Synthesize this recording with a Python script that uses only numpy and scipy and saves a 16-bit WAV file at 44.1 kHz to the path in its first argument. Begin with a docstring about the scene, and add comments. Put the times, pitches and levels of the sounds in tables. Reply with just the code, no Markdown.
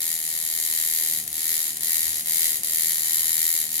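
"""A small room, microphones close: a coil tattoo machine buzzes in a hand.
Its armature strikes about 80 times a second. Each blow is a train of impulses sent through filters and
decaying modes: a bright click, spring tick, low knock, ringing steel frame, clatter and needle-bar rattle.
Five times the stroke is damped, so that the blows slow, weaken and stumble.
Sine partials of the stroke rate make the hum; faint tones and filtered room noise lie below."""
import sys
import numpy as np
from scipy import signal
from scipy.fft import rfft, irfft, next_fast_len
from scipy.io import wavfile
from scipy.ndimage import map_coordinates

SR = 44100
rng = np.random.default_rng(int(sys.argv[2]) if len(sys.argv) > 2 else 0)


def materialize(psi):
    """Save the field psi as 16-bit PCM at rate SR to the path in sys.argv[1].

    A 1-D psi becomes a single channel; in a 2-D psi each row is a channel.
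    """
    bounded = np.clip(np.atleast_2d(psi).T, -1, 1)
    quanta = np.round(bounded * 32767).astype(np.int16)
    wavfile.write(sys.argv[1], SR, quanta)


N = 167580
FULL_DB = -28  # ringing level of a full stroke


def amp(db):
    """Amplitude ratio of a level in dB."""
    return 10 ** (np.asarray(db) / 20)


def unit(x):
    """x scaled to an rms of 1."""
    return x / np.sqrt(np.mean(x ** 2) + 1e-20)


def along(points, hz):
    """Interpolates (frequency [Hz], value) points on a log frequency axis."""
    f, v = np.transpose(points)
    return np.interp(np.log(hz + 1), np.log(f + 1), v)


def curves(rows):
    """One value per sample for each column after the time [s]."""
    s, *cols = np.transpose(rows)
    return [np.interp(np.arange(N) / SR, s, c) for c in cols]


def wobble(rate):
    """A smooth random curve through normal draws, rate knots a second."""
    knots = rng.standard_normal(int(N * rate / SR) + 4)
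    return map_coordinates(knots, [np.arange(N) * rate / SR])


def sides(pan_db):
    """Left and right gains of constant power; positive pan_db leans left."""
    g = amp(np.array([[.5], [-.5]]) * pan_db)
    return g / np.sqrt(np.mean(g ** 2, axis=0))


def colour(points, pan, size=2048):
    """Minimum-phase stereo impulse response with a given spectrum and balance."""
    hz = np.fft.rfftfreq(size, 1 / SR)
    magnitude = amp(along(points, hz)) * sides(along(pan, hz))
    cepstrum = irfft(np.log(magnitude))
    # folding the cepstrum forward in time makes the response causal
    cepstrum[:, 1:size // 2] *= 2
    cepstrum[:, size // 2 + 1:] = 0
    return irfft(np.exp(rfft(cepstrum)))


def through(x, response):
    """x convolved with a stereo response scaled to a mean energy of 1 per side."""
    response = response / np.sqrt(np.sum(response ** 2) / 2)
    return signal.fftconvolve(np.atleast_2d(x), response, axes=1)[:, :N]


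def filtered(x, response):
    """x times a gain that depends on frequency."""
    m = next_fast_len(N + SR // 2)
    gain = response(np.fft.rfftfreq(m, 1 / SR))
    return irfft(rfft(x, m) * gain, m)[..., :N]


def delayed(x, delay_s):
    """x a moment later."""
    return np.interp(np.arange(N) - round(delay_s * SR), np.arange(N), x, left=0)


APART_HZ = 1600  # above this the two microphones hear unrelated noise


def pair(size):
    """Stereo noise, alike in the bass and unrelated in the treble."""
    mid, side = rfft(rng.standard_normal((2, size)))
    turn = np.pi / 4 * np.minimum(np.fft.rfftfreq(size, 1 / SR) / APART_HZ, 1)
    return irfft(np.cos(turn) * mid + np.sin(turn) * np.array([side, -side]), size)


def pulses(at, level_db, scatter_db, size=8):
    """Impulses placed between samples by windowed sincs, whose rms follows a level curve."""
    k = np.floor(at).astype(int)[:, None] + np.arange(1 - size, size + 1)
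    d = k - at[:, None]
    pulse_db = np.interp(at, np.arange(N), level_db) + scatter_db * rng.standard_normal(len(at))
    gain = amp(pulse_db) * np.sqrt(N / len(at))
    taps = gain[:, None] * np.sinc(d) * np.cos(np.pi * d / (2 * size)) ** 2
    return np.bincount(np.clip(k, 0, N).ravel(), taps.ravel(), N + 1)[:N]


# Spectrum of the room noise: (frequency [Hz], relative level [dB])
ROOM_NOISE = [(20, -29), (50, -20), (73, -13), (98, -13.5), (135, -9.5), (200, -9), (270, -12.5),
              (340, -9.5), (500, -18.5), (1000, -25), (3000, -14), (15000, -13.5)]
# Tones in the room: (frequency [Hz], left rms level [dB], right rms level [dB])
ROOM_TONES = [(706.3, -59, -80), (723.8, -69, -77), (802, -67, -71), (1050, -71, -74),
              (343.6, -65.5, -66.5), (131.6, -77, -63.5), (462, -68, -84)]
FLOOR_DB, FLOOR_SIDE_DB = -46, -10  # noise level before the low-level curve; side relative to middle


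def room(low_db):
    """Low-weighted noise, mostly central, with a few faint tones of slightly wandering phase."""
    t = np.arange(N) / SR
    mid, side = unit(filtered(rng.standard_normal((2, N)), lambda hz: amp(along(ROOM_NOISE, hz))))
    noise = mid + amp(FLOOR_SIDE_DB) * np.array([side, -side])
    tones = np.zeros((2, N))
    for hz, left_db, right_db in ROOM_TONES:
        tone = np.sqrt(2) * np.sin(2 * np.pi * hz * t + 0.72 * wobble(7.9))
        tones += amp([[left_db], [right_db]]) * tone
    return amp(FLOOR_DB + low_db) * noise + tones


# Hum of coils and grip: (multiple of the stroke rate, peak level before the low-level curve [dB])
COIL_HUM = [(1, -67), (4, -76), (5, -75), (6, -76)]
# Surging partials: (time [s], level at twice the stroke rate [dB], at three times [dB]), before trim
HUM_SURGE = [(0.0, -63, -66), (0.89, -61, -69), (1.25, -55, -55.5), (1.33, -69, -64), (1.39, -62, -75),
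             (1.52, -60, -62), (1.63, -59, -77), (1.66, -57.5, -60), (2.68, -60, -64), (2.71, -57, -71),
             (2.86, -58, -57), (3.06, -58, -75), (3.1, -65, -59), (3.19, -52, -57), (3.34, -64, -60),
             (3.39, -56, -68), (3.66, -61, -54), (3.8, -61, -55)]
# Trim of those two partials, in the same order: (level [dB])
SURGE_TRIM = [1, -.5]
# Buzz of the frame: (multiple of the stroke rate, peak level on a full stroke [dB])
FRAME_BUZZ = [(13, -75), (16, -73), (17, -72)]


def hum(turns, low_db, ring_db):
    """Sines at multiples of the stroke rate; second and third surge, the highest fade with the blows."""
    partials = [(k, db + low_db + 6.4 * wobble(5.78)) for k, db in COIL_HUM]
    for i, surge_db in enumerate(curves(HUM_SURGE)):
        partials.append((i + 2, surge_db + SURGE_TRIM[i] + 1.3 * wobble(8)))
    partials += [(k, db + ring_db - FULL_DB + 3.0 * wobble(19)) for k, db in FRAME_BUZZ]
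    out = np.zeros(N)
    for k, db in partials:
        phase = 2 * np.pi * (round(k) * turns + rng.random()) + 0.5 * wobble(12)
        out += amp(db) * np.sin(phase)
    return out


STUMBLE_DB = -34  # around this ringing level and below, the timing scatters
STUMBLE_S, JITTER_S = .00046 / 3.5 ** 2, .000006  # most that weakness adds to the scatter; when free


def blow_times(turns, ring_db):
    """One blow per whole turn of the stroke, in samples; weak strokes land unevenly."""
    at = np.interp(np.arange(np.ceil(turns[0]), turns[-1]), turns, np.arange(N))
    force = np.exp(np.interp(at, np.arange(N), ring_db) - STUMBLE_DB)
    weak = (3.5 / (3.5 + force)) ** 2
    return at + SR * (JITTER_S + STUMBLE_S * weak) * rng.standard_normal(len(at))


# Spectrum of the bright ping: (frequency [Hz], relative level [dB])
PING_COLOUR = [(40, -70), (1500, -44), (4000, -24), (6000, -18), (7600, -9), (9000, -9), (9900, -3),
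               (11000, -5), (11800, 3), (12400, 9.5), (12950, 10.5), (13550, 5.5), (14300, -6), (15200, -3),
               (16000, -20)]
# Balance of the ping: (frequency [Hz], left minus right [dB])
PING_PAN = [(2000, 4), (4000, -32), (6000, 41), (9000, 37), (11000, 10), (12700, 4.5), (15500, -20)]
# Spectrum of the hard tick: (frequency [Hz], relative level [dB])
TICK_COLOUR = [(40, -62), (800, -44), (1550, -29), (2600, -27), (3200, -11), (3500, 0), (3900, 4),
               (4400, 3.5), (5000, 1.5), (6000, -2.5), (7200, -3.5), (8500, 6), (9800, 2), (11000, -10),
               (12500, 9.5), (14500, -3), (16000, -37.5)]
# Balance of tick, clatter and rattle: (frequency [Hz], left minus right [dB])
BODY_PAN = [(200, -12), (800, 9.5), (1400, 6.5), (2100, -9), (3100, 4), (3900, 0.5), (4900, 1),
            (6500, -2.5), (8500, 3.5), (12500, 5), (15500, 2.5)]
PING_DB, TICK_DB = 2, -11.5
TICK_GROWS = 0.8  # dB of tick per dB of ringing
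BOUNCE_S, BOUNCE_SPREAD_S, BOUNCE_DB = .0003, .0001, -13.5  # delay, its scatter, level against the blow
ECHO_S, ECHO_DB = 0.0014, -12  # a near surface throws the left ping to the right microphone


def click(at, click_db, ring_db):
    """The armature hits the coil core: a hard tick, and a bright ping with a chattering bounce."""
    bounces = at + SR * (BOUNCE_S + BOUNCE_SPREAD_S * rng.standard_normal(len(at)))
    contacts = pulses(at, click_db, scatter_db=0.3)
    contacts += pulses(bounces, click_db + BOUNCE_DB, scatter_db=2.5)
    ping = through(contacts, colour(PING_COLOUR, PING_PAN))
    ping[1] += amp(ECHO_DB) * delayed(ping[0], ECHO_S)
    tick_db = FULL_DB + TICK_GROWS * (ring_db - FULL_DB)
    tick = through(pulses(at, tick_db, scatter_db=1.86), colour(TICK_COLOUR, BODY_PAN))
    return amp(PING_DB) * ping + amp(TICK_DB) * tick


# Spectrum of the front spring on the contact screw: (frequency [Hz], relative level [dB])
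SPRING_COLOUR = [(40, -72), (1200, -43), (2000, -26), (5500, -27), (6900, -6), (8400, -5), (9150, -5),
                 (9500, 10.5), (9900, 9), (11000, -7.5), (12500, -20), (16000, -36.5)]
SPRING_DB = -40.5


def spring(at):
    """The front spring ticks on the contact screw at every stroke, even a damped one."""
    ticks = pulses(at, np.full(N, SPRING_DB), scatter_db=2.0)
    return through(ticks, colour(SPRING_COLOUR, [(9500, 4.7)]))


# Strength of the low metallic knock: (time [s], level before the knock gain [dB])
KNOCK_FORCE = [(0.0, -49), (0.06, -44.5), (0.12, -48.5), (.5, -48), (1.05, -44), (1.26, -57), (1.36, -53),
               (1.53, -42), (1.75, -56), (1.95, -42), (2.23, -56), (2.34, -40), (2.45, -41), (2.55, -46),
               (2.6, -56), (2.8, -41), (2.98, -48), (3.13, -45), (3.57, -43), (3.68, -56), (3.8, -45)]
# Spectrum of the knock: (frequency [Hz], relative level [dB])
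KNOCK_COLOUR = [(40, -70), (1000, -44), (1500, -26), (1700, -9), (1900, 0), (2200, -1), (2500, -12),
                (2900, -26), (4000, -40), (16000, -70)]
KNOCK_DB, KNOCK_PAN_DB = -4, 5  # gain; left minus right
KNOCK_LAG_S = .00088  # lag at the right microphone


def knock(at):
    """The armature bar knocks low and short, louder on free runs and later at the right microphone."""
    level_db, = curves(KNOCK_FORCE)
    blows = pulses(at, level_db + KNOCK_DB, scatter_db=1.0)
    left, right = through(blows, colour(KNOCK_COLOUR, [(2000, KNOCK_PAN_DB)]))
    return np.array([left, delayed(right, KNOCK_LAG_S)])


# Modes of frame and springs:
# (frequency [Hz], level before the frame gain [dB], 60 dB decay time [s], left minus right [dB])
STEEL_MODES = [(1900, -22, 0.03, -1), (3923, -15, 0.01, -10), (4900, -15.5, 0.006, 5),
               (7300, -11.5, 0.018, 7), (9350, -19, 0.03, 6), (9810, -13.5, .033, 5), (10090, -19, .03, 4),
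               (11190, -10, 0.035, 2), (11320, -8, 0.038, 4), (11560, -9.5, 0.036, -2),
               (13550, -21, 0.02, -8), (15380, -21, 0.012, 0)]
FRAME_DB = 1.0
MODE_LAG_S = .00004  # spread of a mode's arrival between the microphones
# the spring swings back against the contact screw: delay, level at 10 kHz against the blow, tilt
RETURN_S, RETURN_DB, RETURN_DB_PER_OCT = .0065, -5, 0.5


def frame(at, ring_db):
    """Each blow and lighter spring return excites decaying sine modes of steel, each time a bit differently."""
    t = np.arange(SR // 8) / SR
    out = np.zeros((2, N))
    for hz, db, t60, pan_db in STEEL_MODES:
        arrival = MODE_LAG_S * rng.standard_normal((2, 1))
        tone = np.sin(2 * np.pi * (hz * (t + arrival) + rng.random()))
        ring = tone * amp(-60 * t / t60) * sides(pan_db)
        blow_at = at + SR * .000012 * rng.standard_normal(len(at))
        blows = pulses(blow_at, ring_db, scatter_db=1.5)
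        return_db = RETURN_DB + RETURN_DB_PER_OCT * np.log2(hz / 10 ** 4)
        return_at = at + SR * (RETURN_S + .0013 * rng.standard_normal(len(at)))
        returns = pulses(return_at, ring_db + return_db, scatter_db=-1.0)
        out += amp(db) * through(blows + returns, ring)
    return amp(FRAME_DB) * out


# Spectrum of the clatter and its room answer: (frequency [Hz], relative level [dB])
CLATTER_COLOUR = [(30, -70), (150, -27), (450, -26), (1000, -31.5), (1550, -28.5), (1900, -3), (2300, -8),
                  (2650, -19), (3150, -1), (3500, -19.5), (3900, -1), (4300, -2.5), (5000, -6), (6000, -5),
                  (6900, 4.5), (7900, -4.5), (8900, -1.5), (9700, 7), (10600, 4.5), (11800, 0),
                  (12600, 4.5), (13500, 2.5), (14200, -6), (15400, -7.5), (16000, -15.5)]
FADE_PER_S, FADE = 3.026, 0.69  # crossfade: knots a second, size of the turn between tails [rad]


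def diffuse(x, t60, rise_s, size=12000):
    """Dense decaying noise, slowly crossfaded at random between two noise tails."""
    t = np.arange(size) / SR
    shape = amp(-60 * t / t60) * (1 - np.exp(-(t / rise_s) ** 2))
    tone = colour(CLATTER_COLOUR, BODY_PAN)
    turn = FADE * wobble(FADE_PER_S)
    out = np.zeros((2, N))
    for share in (np.cos(turn), np.sin(turn)):
        tail = signal.fftconvolve(pair(size) * shape, tone, axes=1)
        out += through(x * share, tail)
    return out


CLATTER_DB, CLATTER_T60 = -6, 0.01  # T60 in seconds
ANSWER_DB, ANSWER_T60 = -3, 0.21


def clatter(at, ring_db):
    """The many short modes of the small parts, then the answer of desk and room."""
    blows = pulses(at, ring_db, scatter_db=1.9)
    parts = diffuse(blows, CLATTER_T60, rise_s=0.00036)
    answer = diffuse(blows, ANSWER_T60, rise_s=0.014)
    return amp(CLATTER_DB) * parts + amp(ANSWER_DB) * answer


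# Spectrum of the needle-bar rattle: (frequency [Hz], relative level [dB])
RATTLE_COLOUR = [(30, -32), (200, -23), (1200, -20), (1600, -20), (2000, -5.5), (2600, -13.5), (3150, -6.5),
                 (3500, -6), (4000, -3.5), (5400, -3.5), (6000, -3.5), (6900, -0.5), (8500, -4.5),
                 (9700, 4.5), (11000, -7.5), (12700, 0.5), (14200, -16.5), (15400, -17), (16000, -33)]
RATTLE_DB, RATTLE_T60 = -3, 0.059  # level against the ringing; decay in seconds


def rattle(at, ring_db):
    """The loose needle bar chatters after each blow: decaying bursts of noise, never twice alike."""
    fade = amp(-60 * np.arange(SR // 10) / SR / RATTLE_T60)
    bursts = signal.fftconvolve(pulses(at, np.zeros(N), scatter_db=1.87), fade)[:N]
    flicker = amp(0.58 * wobble(1100))
    grit = unit(bursts * flicker * pair(N))
    return through(grit * amp(ring_db + RATTLE_DB), colour(RATTLE_COLOUR, BODY_PAN))


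# Stroke rate before its small random drift: (time [s], rate [blows per second])
STROKE_RATE = [(0.0, 82.07), (0.28, 79.68), (0.32, 80.88), (0.48, 80.35), (0.72, 80.28), (1.08, 80.3),
               (1.16, 79.33), (1.2, 76.71), (1.4, 78.87), (1.44, 81.43), (1.6, 80.17), (1.72, 76.83),
               (1.84, 80.68), (2.0, 81.45), (2.2, 76.62), (2.24, 79.58), (2.36, 81.91), (2.52, 79.51),
               (2.56, 76.57), (2.64, 79.67), (2.88, 81.14), (3.04, 78.85), (3.08, 80.47), (3.48, 81.21),
               (3.52, 82.35), (3.64, 77.33), (3.8, 80.76)]
# Strength of the blows, before each part's gain: (time [s], ringing level [dB], click level [dB])
BLOW_FORCE = [(0.005, -28.5, -33.5), (0.128, -30.5, -31.5), (0.19, -32.5, -36), (0.774, -28.5, -30),
              (1.098, -29, -29), (1.187, -30, -33), (1.227, -37, -50), (1.266, -42, -50), (1.277, -30, -35),
              (1.292, -49, -49), (1.316, -40, -52), (1.329, -33, -35), (1.419, -30, -36),
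              (1.455, -28.5, -28.5), (1.591, -28, -30), (1.705, -31.5, -37), (1.721, -35.5, -51.2),
              (1.757, -38.5, -50.1), (1.769, -31, -34), (1.783, -41, -48), (1.797, -47, -50),
              (1.806, -31.5, -35), (1.82, -32, -41), (1.832, -28, -28), (1.857, -30, -30),
              (1.932, -27, -25), (2.208, -30.5, -39), (2.236, -51, -57), (2.249, -38, -50),
              (2.259, -30, -35), (2.296, -29, -28), (2.419, -26, -26.5), (2.57, -29.5, -33),
              (2.585, -36, -49), (2.623, -42, -50), (2.634, -30.5, -32.5), (2.7, -29.5, -34),
              (2.734, -29, -27), (2.908, -27, -28), (2.97, -29.5, -32.5), (3.12, -28.5, -29.5),
              (3.133, -27.5, -25.5), (3.158, -27.5, -26.5), (3.22, -28, -29), (3.516, -28, -25.5),
              (3.615, -29, -29), (3.667, -33, -42), (3.681, -37, -47), (3.692, -35, -43),
              (3.72, -31.5, -33), (3.793, -30, -27.5)]
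# Gain of the coil hum and room noise: (time [s], level [dB])
LOW_LEVEL = [(0, 2.5), (.7, 0), (1.2, 3), (2.9, 3.5), (3.8, 0.5)]
START_TURN = -.42  # strokes before the first blow


def scene():
    """One stroke drives every part of the machine, with the room beneath."""
    rate, = curves(STROKE_RATE)
    ring_db, click_db = curves(BLOW_FORCE)
    low_db, = curves(LOW_LEVEL)
    turns = START_TURN + np.cumsum(rate + 0.1097 * wobble(20)) / SR
    at = blow_times(turns, ring_db)
    contacts = click(at, click_db, ring_db) + spring(at) + knock(at)
    body = frame(at, ring_db) + clatter(at, ring_db) + rattle(at, ring_db)
    background = hum(turns, low_db, ring_db) + room(low_db)
    return contacts + body + background


TOP_HZ = 15950


def record(dry):
    """The recorder keeps nothing above its band limit."""
    return filtered(dry, lambda hz: hz < TOP_HZ)


dry = scene()
out = record(dry)
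materialize(out)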